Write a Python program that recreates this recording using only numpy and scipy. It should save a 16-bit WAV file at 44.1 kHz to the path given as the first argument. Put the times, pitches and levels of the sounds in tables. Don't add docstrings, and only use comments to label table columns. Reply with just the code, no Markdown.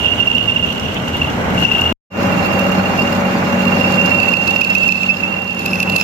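import sys
import numpy as np
from scipy import signal
from scipy.fft import rfft, irfft, next_fast_len
from scipy.io import wavfile

SR = 44100
rng = np.random.default_rng(int(sys.argv[2]) if len(sys.argv) > 2 else 0)


def unload_audio(sound):
    columns = np.transpose(np.atleast_2d(sound))
    steps = np.round(np.clip(columns, -1, 1) * 32767)
    wavfile.write(sys.argv[1], SR, steps.astype(np.int16))


N = 265923
TIME_S = np.arange(N) / SR
PAUSE_S, RESUME_S, FADE_S = 1.926, 2.1003, 0.11

# time_s, peak_db, half_length_s, pitch_hz, crackle_db
BITES = [(0.0113, -10.5, 0.0031, 2826, -48), (0.022, -14, 0.003, 2830, -46), (0.03, -14, 0.0024, 2800, -47),
         (0.047, -6, 0.0016, 2827, -38), (0.062, -4.5, 0.0048, 2783, -34),
         (0.0875, -9.5, 0.0082, 2830, -40), (0.107, -12, 0.0031, 2813, -42),
         (0.123, -8.5, 0.0084, 2820, -42), (0.137, -9, 0.0014, 2842, -42), (0.157, -21, 0.0041, 2813, -42),
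         (0.194, -9.5, 0.0024, 2817, -40), (0.206, -5, 0.0064, 2794, -36), (0.229, -7, 0.0062, 2805, -45),
         (0.2784, -2.5, 0.0052, 2758, -37), (0.3028, -8, 0.0035, 2796, -39), (0.316, -5, 0.0023, 2800, -41),
         (0.3533, -3, 0.0038, 2775, -37), (0.368, -7, 0.0032, 2824, -42), (0.3834, -6.5, 0.0025, 2822, -38),
         (0.395, -9, 0.0016, 2800, -39), (0.4114, -10.5, 0.0072, 2830, -40),
         (0.429, -12, 0.0022, 2841, -37), (0.441, -13, 0.0037, 2831, -37), (0.4583, -14, 0.003, 2816, -45),
         (0.4846, -8.5, 0.0073, 2800, -40), (0.4997, -5.5, 0.0042, 2764, -44),
         (0.523, -11, 0.0048, 2809, -48), (0.567, -5, 0.0057, 2785, -44), (0.597, -10.5, 0.0046, 2808, -51),
         (0.63, -11.5, 0.0051, 2819, -47), (0.644, -6, 0.0041, 2781, -46), (0.666, -28, 0.002, 2852, -40),
         (0.676, -14, 0.0026, 2791, -44), (0.707, -12.5, 0.0058, 2821, -38), (0.728, -18, 0.004, 2846, -33),
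         (0.75, -21, 0.0035, 2806, -41), (0.781, -15, 0.003, 2831, -39), (0.859, -20.5, 0.0077, 2805, -40),
         (0.888, -18, 0.0054, 2837, -44), (0.923, -22, 0.0083, 2840, -41), (1, -27, 0.0043, 2842, -42),
         (1.081, -15.5, 0.0029, 2824, -38), (1.092, -21, 0.0032, 2818, -42),
         (1.1483, -14, 0.0085, 2805, -39), (1.171, -22, 0.0034, 2810, -37),
         (1.219, -6.5, 0.0031, 2773, -40), (1.234, -17.5, 0.0017, 2784, -37),
         (1.2465, -14.5, 0.0032, 2761, -42), (1.284, -18.5, 0.0022, 2825, -45),
         (1.297, -23.5, 0.0051, 2833, -42), (1.337, -26, 0.0047, 2861, -48),
         (1.415, -27, 0.0031, 2837, -48), (1.506, -25, 0.0024, 2832, -45), (1.55, -23, 0.0031, 2833, -39),
         (1.581, -6, 0.0024, 2812, -34), (1.606, -18, 0.0039, 2837, -42), (1.619, -13, 0.0022, 2800, -38),
         (1.628, -10, 0.0038, 2831, -45), (1.653, -2, 0.0043, 2747, -40), (1.69, -8, 0.002, 2786, -43),
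         (1.719, -1.5, 0.0049, 2748, -40), (1.7355, -14, 0.0019, 2776, -45),
         (1.7522, -5.5, 0.0031, 2777, -42), (1.784, -9, 0.0036, 2772, -46),
         (1.795, -7.5, 0.0051, 2812, -44), (1.819, -5.5, 0.0023, 2786, -38),
         (1.841, -12.5, 0.0036, 2815, -42), (1.864, -9, 0.01, 2815, -39), (1.8974, -13, 0.01, 2815, -45),
         (2.271, -22, 0.0042, 2762, -46), (2.3274, -15, 0.0076, 2740, -44),
         (2.381, -17.0, 0.0066, 2747, -48), (2.397, -14, 0.0067, 2749, -46),
         (2.429, -22, 0.0042, 2729, -42), (2.451, -15.5, 0.005, 2730, -36),
         (2.4634, -14.5, 0.0076, 2728, -42), (2.533, -13.5, 0.0064, 2743, -42),
         (2.596, -13, 0.0054, 2709, -34), (2.6436, -13, 0.002, 2736, -42), (2.67, -16, 0.0046, 2752, -47),
         (2.7229, -13.5, 0.0035, 2766, -37), (2.754, -18, 0.0056, 2752, -37),
         (2.807, -17.0, 0.0052, 2765, -53), (2.8595, -13, 0.0039, 2754, -38),
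         (2.979, -20, 0.0035, 2747, -34), (2.997, -9.5, 0.011, 2750, -33), (3.023, -16, 0.0045, 2782, -33),
         (3.056, -17, 0.0049, 2759, -42), (3.0775, -14.5, 0.0049, 2779, -42),
         (3.129, -17, 0.0057, 2755, -29), (3.16, -25, 0.0052, 2773, -42), (3.211, -27, 0.0052, 2769, -42),
         (3.256, -19.5, 0.0048, 2778, -40), (3.28, -22, 0.0041, 2754, -48), (3.336, -22, 0.0064, 2740, -48),
         (3.403, -23, 0.004, 2746, -45), (3.474, -21, 0.0052, 2758, -43), (3.503, -21.5, 0.006, 2754, -42),
         (3.53, -19, 0.0096, 2760, -35), (3.609, -14, 0.0054, 2751, -42), (3.635, -14.5, 0.0054, 2765, -42),
         (3.655, -17, 0.0027, 2773, -30), (3.672, -11, 0.0046, 2745, -38), (3.682, -12, 0.0045, 2745, -34),
         (3.73, -12.5, 0.01, 2750, -41), (3.749, -16, 0.0048, 2764, -44), (3.772, -14, 0.0088, 2755, -40),
         (3.815, -9.5, 0.0054, 2774, -30), (3.846, -8, 0.0052, 2746, -46), (3.864, -11, 0.0045, 2707, -44),
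         (3.881, -10, 0.0051, 2748, -44), (3.943, -12.5, 0.0075, 2744, -32),
         (3.998, -7.5, 0.018, 2754, -44), (4.016, -6, 0.0033, 2760, -38), (4.062, -11, 0.0035, 2774, -25),
         (4.0954, -12, 0.005, 2744, -33), (4.122, -5, 0.0072, 2730, -47), (4.151, -7, 0.0079, 2740, -39),
         (4.203, -3.5, 0.0024, 2686, -22.5), (4.222, -8, 0.0074, 2690, -38), (4.235, -3, 0.0043, 2684, -27),
         (4.26, -6, 0.0048, 2697, -44), (4.289, -5, 0.0062, 2733, -29), (4.3405, 1.5, 0.0026, 2639, -23),
         (4.372, -4.5, 0.0053, 2730, -25), (4.4273, -8.5, 0.006, 2750, -36),
         (4.478, -12, 0.0032, 2676, -23.5), (4.492, -7, 0.007, 2690, -43), (4.511, -8, 0.0035, 2748, -31),
         (4.542, -10, 0.0068, 2744, -44), (4.5653, -4, 0.0047, 2726, -32), (4.617, 0.5, 0.0029, 2618, -24),
         (4.649, -4.5, 0.0029, 2650, -24), (4.674, -8, 0.0083, 2720, -42), (4.706, -7.5, 0.016, 2710, -26),
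         (4.7547, 1, 0.003, 2606, -20.5), (4.836, -5, 0.0089, 2655, -29), (4.8924, 0.5, 0.0038, 2600, -24),
         (4.9243, -0.5, 0.002, 2650, -22), (4.958, -7, 0.015, 2655, -39), (4.98, -11, 0.0028, 2703, -35),
         (5.0345, -4.5, 0.002, 2643, -26), (5.0665, -11, 0.0029, 2764, -32), (5.103, -2, 0.011, 2640, -38),
         (5.144, -13, 0.0047, 2700, -43), (5.171, -16, 0.0033, 2720, -35), (5.207, -16, 0.0033, 2713, -41),
         (5.241, -8, 0.0097, 2665, -46), (5.264, -12, 0.0075, 2715, -46), (5.281, -14, 0.0065, 2756, -42),
         (5.326, -14, 0.0097, 2745, -40), (5.343, -11, 0.0033, 2747, -36), (5.37, -15.5, 0.0072, 2720, -42),
         (5.389, -13, 0.0042, 2715, -40), (5.4234, -16.5, 0.017, 2760, -38),
         (5.48, -16.5, 0.0047, 2756, -33), (5.499, -15.5, 0.0068, 2725, -44),
         (5.572, -16.5, 0.0028, 2765, -42), (5.595, -15, 0.0022, 2682, -31),
         (5.607, -18.5, 0.0032, 2690, -42), (5.6624, -7, 0.0021, 2622, -21),
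         (5.683, -12, 0.0023, 2707, -42), (5.704, -18, 0.0044, 2698, -42), (5.717, -17, 0.0032, 2670, -42),
         (5.734, -5.5, 0.0013, 2633, -26), (5.758, -13, 0.0029, 2640, -28), (5.788, -18, 0.0017, 2660, -42),
         (5.804, -4.5, 0.0015, 2640, -18), (5.817, -13.5, 0.007, 2710, -38), (5.831, -5, 0.0023, 2670, -21),
         (5.9, -7.5, 0.0033, 2726, -25), (5.926, -14, 0.008, 2730, -30), (5.944, -13, 0.0018, 2670, -42),
         (5.953, -14, 0.0035, 2685, -44), (5.9653, -1, 0.0028, 2684, -18.5),
         (5.9848, -8, 0.0074, 2644, -28), (6.002, -5, 0.0035, 2640, -28), (6.0134, -1.5, 0.0016, 2635, -13)]
# time_s, rumble_db, gears_db, hiss_db
MACHINE_LEVELS = [
    [(0, -23.5, -25.5, -39.5), (.6, -23.5, -27.5, -41), (1.3, -22, -23.5, -39.5), (1.52, -18, -19.5, -38.5),
     (1.66, -19, -20.5, -35), (1.92, -22, -23, -39.5)],
    [(2.27, -18.5, -18.5, -33.5), (3.55, -21, -19, -34.5), (3.9, -18.5, -18, -32),
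     (4.3, -20.5, -20.5, -32.5), (4.6, -25, -24, -34.5), (4.8, -25, -26, -32.5), (4.95, -29, -28.5, -34.5),
     (5.35, -29, -26, -41), (5.5, -31.5, -32, -43), (5.65, -24, -27, -35.5), (5.8, -24, -26, -36.5),
     (5.93, -21.5, -23.5, -37), (6.03, -24, -22, -26)],
]


def amp(db):
    return 10 ** (np.asarray(db) / 20)


def rms_one(x):
    return x / np.sqrt(np.mean(np.abs(x) ** 2) + 1e-20)


def in_time(rows):
    times_s, *columns = np.transpose(rows)
    return [np.interp(TIME_S, times_s, column) for column in columns]


def at_hz(rows, hz):
    pitches_hz, values = np.transpose(rows)
    return np.interp(np.log(hz), np.log(pitches_hz), values)


def by_spot(first, second):
    return np.where(TIME_S < PAUSE_S, first, second)


def drift(rate_hz):
    step = 20
    pole = np.exp(-2 * np.pi * rate_hz * step / SR)
    slow = signal.lfilter([1], [1, -2 * pole, pole * pole], rng.standard_normal(N // step + 2002))[2000:]
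    return np.interp(np.arange(N) / step, np.arange(len(slow)), rms_one(slow))


def waver(rate_hz):
    return drift(rate_hz) + 1j * drift(rate_hz)


def spin(hz):
    return np.exp(2j * np.pi * hz * TIME_S)


def wavering_tone(levels, hz, waver_hz, steady):
    wobble = rms_one(steady + waver(waver_hz))
    return amp(in_time(levels)[0]) * np.real(wobble * spin(hz))


def bump(time_s, half_s, rise=1, fall=1):
    at = np.arange(max(round((time_s - .05) * SR), 0), min(round((time_s + .05) * SR), N))
    from_peak = (at / SR - time_s) / max(half_s, .0003)
    stretch = np.where(from_peak < 0, rise, fall)
    return at, np.exp(-.6 * np.abs(from_peak / stretch) ** 1.85)


def shaped_noise(spectrum, flicker_db):
    # pitch_hz, likeness (1 means the same)
    likeness = [(60, 0.95), (180, 0.94), (550, 0.49), (1650, -0.21), (4970, -0.097), (15000, 0.049)]
    # pitch_hz, left_minus_right_db
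    balance = [(60, 1), (180, 0.5), (550, 1), (1650, -4), (4970, -0.5), (15000, 1)]
    size = next_fast_len(N)
    hz = np.maximum(np.arange(size // 2 + 1) * SR / size, 1)
    common, opposed = rfft(rng.standard_normal((2, size)))
    alike = np.clip(at_hz(likeness, hz), -1, 1)
    sides = np.array([[1], [-1]])
    white = np.sqrt(1 + alike) * common + sides * np.sqrt(1 - alike) * opposed
    in_band = (hz >= spectrum[0][0]) & (hz <= spectrum[-1][0])
    gain = in_band * amp(at_hz(spectrum, hz) + sides * at_hz(balance, hz) / 2)
    noise = irfft(gain * white, size)[:, :N]
    return rms_one(noise * amp(flicker_db * drift(37)))


def bites():
    # time_s, pitch_hz
    resting_pitch = [(0, 2839), (.9, 2841), (1.9, 2811), (2.1, 2756), (4.0, 2757), (4.7, 2736),
                     (4.95, 2698), (5.45, 2750), (5.65, 2686), (6, 2712)]
    takeover_share, scoop_hz = .25, 80
    squeaks = np.zeros(N, complex)
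    grip, weight, pull = np.zeros((3, N))
    phases = np.exp(2j * np.pi * rng.random(len(BITES)))
    for (time_s, peak_db, half_s, hz, _), phase in zip(BITES, phases):
        at, shape = bump(time_s - 0.21 * half_s, half_s, rise=0.65, fall=1.25)
        squeaks[at] += amp(peak_db) * shape * phase
        hold = shape / takeover_share
        grip[at] += hold
        weight[at] += hold ** 2
        pull[at] += hold ** 2 * (hz - scoop_hz * (shape - .7))
    resting_hz = in_time(resting_pitch)[0] + by_spot(29.8, 13.5) * drift(38.3)
    jitter_hz = by_spot(17.87, 11.6) * drift(151.4)
    return squeaks, grip, (resting_hz + pull) / (1 + weight) + jitter_hz


def nibbles(ring_db):
    per_s, typical_db, spread_db, typical_half_s = 28, -8.5, 8, 0.0016
    count = round(per_s * N / SR)
    nudges, strengths, lengths = rng.standard_normal((3, count))
    times_s = (np.arange(count) + .5 + 0.19 * nudges).clip(0, count - 1) / per_s
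    out = np.zeros(N)
    for time_s, strength, length in zip(times_s, strengths, lengths):
        at, shape = bump(time_s, typical_half_s * np.exp(.4 * length))
        out[at] += amp(ring_db[at] + typical_db + spread_db * strength) * shape
    return out


def tool_swing(ring_db):
    squeaks, grip, pitch_hz = bites()
    squeaks = squeaks + nibbles(ring_db) / (1 + grip)
    friction = by_spot(0.97, 2.27) + drift(52) + 1j * drift(67)
    ring = amp(ring_db) * rms_one(friction) / (1 + grip)
    ripple_db = by_spot(1.4, 1.04) * drift(110)
    cycles = np.cumsum(pitch_hz) / SR
    return (ring + squeaks * amp(ripple_db)) * np.exp(2j * np.pi * cycles), pitch_hz


def tool_tone(swing, pitch_hz):
    # multiple_of_pitch, relative_db
    overtones = [(2, -29), (4, -70), (5, -62.5)]
    fade_above_hz, fade_db_per_hz = by_spot(2800, 2640), 0.5
    strength_db = by_spot(-4, 3) - fade_db_per_hz * np.maximum(pitch_hz - fade_above_hz, 0)
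    size, tone = np.abs(swing) + 1e-9, swing.real
    growth = size * (size / 0.39) ** 0.79
    for multiple, db in overtones:
        tone = tone + amp(db + strength_db) * growth * np.real((swing / size) ** round(multiple))
    return tone


def workshop_echo(sound):
    fade_60db_s, delay_s, echo_db = 0.065, .003, -10
    t = np.arange(int(.3 * SR)) / SR
    tails = rng.standard_normal((2, len(t))) * amp(-60 * t / fade_60db_s) * (t > delay_s)
    tails /= np.sqrt(np.sum(tails ** 2, axis=1, keepdims=True))
    return amp(echo_db) * signal.fftconvolve(sound[None], tails, axes=1)[:, :N]


def chip_tearing(ring_db):
    longest_half_s, bits_per_s, spread_db = 0.0032, 130, 4
    tears = np.zeros(N)
    for time_s, _, half_s, _, crackle_db in BITES:
        at, shape = bump(time_s - .001, min(half_s, longest_half_s))
        tears[at] += amp(crackle_db) * shape
    breaks = rng.random(N) < bits_per_s / SR
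    bit_db = by_spot(-33, -28.5) + 0.68 * ring_db + spread_db * rng.standard_normal(N)
    return tears + np.convolve(breaks * amp(bit_db), np.hanning(140), "same")


def chip_crackle(tears):
    # pitch_hz, relative_db
    spectrum = [(3000, -7), (4300, -2.5), (4800, -3), (5300, -20), (7000, -6.5), (9000, -24), (10500, -13),
                (11500, -26.5), (13000, -3), (15700, -22.5)]
    # time_s, gain_db
    treble_levels = [(0, -4), (1.9, 3), (2.2, 5), (4, -6), (5.5, -8), (5.65, 0.5), (6.03, -7)]
    noise = shaped_noise(spectrum, flicker_db=2.5)
    treble = signal.sosfiltfilt(signal.butter(2, 9000, "high", fs=SR, output="sos"), noise)
    return tears * (noise + (amp(in_time(treble_levels)[0]) - 1) * treble)


def chip_rasp(ring_db):
    # pitch_hz, relative_db
    spectrum = [(2300, -28.5), (2600, 0.5), (3100, -2.5), (3500, -8.5), (3800, -19), (4100, -27)]
    level_db = by_spot(-20.5, -39) + by_spot(0.38, 0.037) * ring_db
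    return amp(level_db) * shaped_noise(spectrum, flicker_db=3.5)


def steel_ringing(tears):
    # pitch_hz, waver_hz, first_spot_db, second_spot_db
    notes = [(4240, 90, 4.5, -0.5), (4600, 95, -8, -1), (5190, 190, -20, 2.5), (5860, 90, 4.5, -3),
             (6650, 150, -8, -13), (7400, 190, -6, -19)]
    flicker_db, ping_db = 3, -5.5
    ringing = np.zeros((2, N))
    for hz, waver_hz, first_db, second_db in notes:
        wobble = np.stack([waver(waver_hz) for ear in range(2)])
        level_db = by_spot(first_db, second_db) + flicker_db * drift(12.0)
        ringing += amp(level_db) * np.real(wobble * spin(hz))
    hiss_db = in_time(np.vstack(MACHINE_LEVELS))[-1]
    friction_db = hiss_db + by_spot(-23, -4.5)
    return rms_one(ringing) * (amp(friction_db) + amp(ping_db) * tears)


def machine():
    # pitch_hz, relative_db
    rumble = [(12, -44.5), (20, -13.5), (38, -19.5), (87, -4), (130, -5.5), (238, -2.5), (343, -14),
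              (500, -12), (650, -15), (1100, -120)], [(12, -62), (20, -39.5), (43, -18), (80, -11.5),
              (134, -5.5), (182, 3), (343, -7.5), (500, -11), (650, -16.5), (1100, -120)]
    gears = [(180, -29), (300, -12.5), (409, -12), (768, -6.5), (1310, -12.5), (1480, -9.5), (1800, -17),
             (2000, -14), (2210, -14.5), (2500, -19.5), (3250, -22.5), (5500, -120)], [(180, -33),
             (300, -14), (420, -16.5), (563, -3), (691, -10.5), (796, -3), (893, -9), (1490, -11),
             (1740, -14.5), (2500, -15.5), (3250, -34), (5500, -120)]
    hiss = [(2240, -26), (3800, 6.5), (4250, 5), (4620, 0), (5990, 3.5), (6580, -0.5), (7400, 0),
            (9000, -13), (10300, -14.5), (11400, -4.5), (14500, -13), (15600, -19)], [(2240, 3.5),
            (3800, 2), (4250, -4.5), (4870, -5.5), (5260, -11), (6820, -1.5), (9100, -21.5), (10200, -14.5),
            (11700, -19), (13800, -5.5), (14600, -22), (15600, -39)]
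    out = np.zeros((2, N))
    for spectra, level_db in zip((rumble, gears, hiss), in_time(np.vstack(MACHINE_LEVELS))):
        first, second = [shaped_noise(spectrum, flicker_db=1.0) for spectrum in spectra]
        out += amp(level_db) * by_spot(first, second)
    return out


def drone():
    # time_s, level_db
    levels = [(0, -29), (.6, -44), (1.2, -27.5), (1.42, -27), (1.55, -23.5), (1.7, -28), (1.92, -23)]
    return wavering_tone(levels, hz=79.35, waver_hz=9.0, steady=1.15) * by_spot(1, 0)


def sharp_ticks():
    # time_s, peak_db
    snaps = [(0.797, -26), (0.944, -28), (1.082, -31), (1.301, -33), (1.5887, -29), (1.8121, -24.5),
             (2.716, -29.5), (3.151, -27), (3.922, -22), (3.956, -26), (4.062, -34), (4.094, -33),
             (4.474, -32), (4.507, -28), (4.783, -21), (4.879, -24), (4.922, -30), (5.063, -36),
             (5.305, -36), (5.4435, -33), (5.547, -37)]
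    # pitch_hz, relative_db
    spectrum = [(3500, -10), (6000, 4.5), (8000, -6), (12000, -17), (15700, -3)]
    bursts = np.zeros(N)
    for time_s, peak_db in snaps:
        at, shape = bump(time_s + 0.0014, half_s=0.0012)
        bursts[at] += amp(peak_db) * shape
    return bursts * shaped_noise(spectrum, flicker_db=2.5)


def low_swell():
    # time_s, level_db
    levels = [(1.47, -45), (1.53, -19), (1.575, -18), (1.61, -14), (1.635, -21), (1.66, -45)]
    lower = wavering_tone(levels, hz=184, waver_hz=7.4, steady=2.5)
    upper = wavering_tone(levels, hz=285, waver_hz=11.0, steady=1.2)
    return (lower + amp(-7.5) * upper) * by_spot(1, 0)


def motor():
    multiples = [2, 3, 4, 5, 6, 6.48, 8.46, 9.6, 11, 12, 13.83, 16.78, 21.48, 25.35]
    # relative_db, waver_hz
    tones = [(-3.5, 2.54), (-28, 5.1), (5, 2.4), (-2.5, 2.2), (-11, 4.5), (-18, 4.3), (-15.5, 4.6),
             (-15.5, 6), (-10, 8.1), (-3, 3.1), (-13, 3.8), (-19, 20), (-10.5, 9.2), (-17.5, 6.7)]
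    # time_s, level_db, fifth_multiple_boost_db, gear_whine_boost_db
    levels = [(2.2, -18, -1, -0.5), (2.7, -19, -4, 0), (3.1, -19, 1.5, -2.5), (3.5, -19, 4.5, -3),
              (3.9, -17.5, 0, -0.5), (4.1, -21, -2.5, -1), (4.3, -22, 2.5, 2), (4.65, -23, -2, -7.5),
              (4.95, -28.5, 5, -6), (5.25, -27, -3, -2), (5.55, -30.5, -6, 1), (5.7, -27, 5, -3),
              (5.93, -21, -2, -7), (6.03, -23, 2, -5)]
    turns_per_s = 47.15
    level_db, fifth_db, whine_db = in_time(levels)
    hum = np.zeros((2, N))
    for multiple, (db, waver_hz) in zip(multiples, tones):
        common = 4.7 + waver(waver_hz)
        apart = waver(waver_hz) * 0.11 * multiple
        pair = np.stack([common + apart, common - apart])
        tone_db = db + fifth_db * (multiple == 5) + whine_db * (multiple > 10)
        hum += amp(tone_db) * np.real(pair * spin(multiple * turns_per_s))
    return amp(level_db) * rms_one(hum) * by_spot(0, 1)


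def whistle(swing):
    # time_s, level_db
    levels = [(0, -78), (5.45, -66), (5.63, -44), (5.72, -46), (5.83, -44), (5.88, -70), (5.96, -38),
              (6.03, -46)]
    pair = np.stack([wavering_tone(levels, hz=10500, waver_hz=130, steady=0.24) for ear in range(2)])
    return pair * (.5 + 5.7 * np.abs(swing))


def scene():
    # time_s, level_db, left_minus_right_db, left_lead_radians
    ring = [
        [(0, -16.5, -12, 2.2), (.55, -19, -11.5, 2.25), (.7, -22, -11, 1.95), (.9, -23.5, -10, 1.83),
         (1.05, -28, -5, 1.5), (1.2, -23.5, -3, 0.98), (1.45, -42, -5, 1.2), (1.55, -35, 1, 1.13),
         (1.62, -10.5, 8, 1.39), (1.92, -19, 0, 1.33)],
        [(2.2, -27.5, -16, 1), (2.4, -27, -25, 2), (2.6, -22, -25, 4), (3.05, -28.5, -18, 1),
         (3.4, -34, -27, 1.9), (3.58, -27, -20, 3.5), (3.75, -22, -24, 4), (3.93, -18, -20, 3),
         (4.1, -12.5, -28, 1.2), (4.65, -13.5, -23, 2.8), (4.95, -10.5, -18, 1.7), (5.1, -22, -16, 2.7),
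         (5.3, -23.5, -21, 2.13), (5.5, -19.5, -23, 3), (5.64, -23, -5, 1.2), (5.82, -20, -6.5, -0.3),
         (5.868, -30, -6.5, -0.26), (5.9, -20, -5, -0.5), (6.03, -18, -14, -1.5)],
    ]
    # time_s, throbs_so_far
    throb_count = [(0, -.85), (1.92, 25.8), (2.33, 32), (4.062, 58), (6.03, 86.2)]
    # time_s, depth_db
    throb_depth = [(0, 1.5), (1.9, 2), (2.2, -0.5), (3.6, 3), (4.1, 1), (5.1, 1), (5.3, 1), (6.03, 2.5)]
    ring_db, pan_db, left_lead = in_time(np.vstack(ring))
    ring_db = ring_db + in_time(throb_depth)[0] * np.cos(2 * np.pi * in_time(throb_count)[0])
    swing, pitch_hz = tool_swing(ring_db)
    left = tool_tone(swing * np.exp(1j * left_lead), pitch_hz)
    right = tool_tone(swing, pitch_hz)
    angle = np.arctan(amp(pan_db))
    ears = np.sqrt(2) * np.array([np.sin(angle), np.cos(angle)])
    squeal = np.stack([left, right]) * ears + workshop_echo(right)
    tears = chip_tearing(ring_db)
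    scrape = chip_crackle(tears) + chip_rasp(ring_db) + steel_ringing(tears) + sharp_ticks()
    scrape = scrape * ears ** 0.12
    return squeal + scrape + machine() + drone() + low_swell() + motor() + whistle(swing)


def volume_control(x):
    threshold_db, cut_share, attack_s, release_db_per_s = -2, 0.71, 0.00089, 52.5
    peak_db = 20 * np.log10(np.abs(x).max(axis=0) + 1e-9)
    over_db = np.maximum(peak_db - threshold_db, 0)
    creep_db = release_db_per_s * TIME_S
    held_db = np.maximum.accumulate(over_db + creep_db) - creep_db
    pole = np.exp(-1 / (attack_s * SR))
    return x * amp(-cut_share * signal.lfilter([1 - pole], [1, -pole], held_db))


def record(dry):
    ceiling, low_cut_hz, high_cut_hz = .95, 20, 15735
    x = volume_control(dry)
    outline = np.abs(signal.hilbert(x, next_fast_len(N))[:, :N])
    x = x / (1 + (outline / ceiling) ** 6) ** (1 / 6)
    fade_in = np.clip((TIME_S - RESUME_S) / FADE_S, 0, 1) ** 1.2
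    x = x * by_spot(1, fade_in)
    x = signal.sosfilt(signal.butter(2, low_cut_hz, "high", fs=SR, output="sos"), x)
    return signal.sosfilt(signal.cheby2(30, 60, high_cut_hz, fs=SR, output="sos"), x)


dry = scene()
out = record(dry)
unload_audio(out)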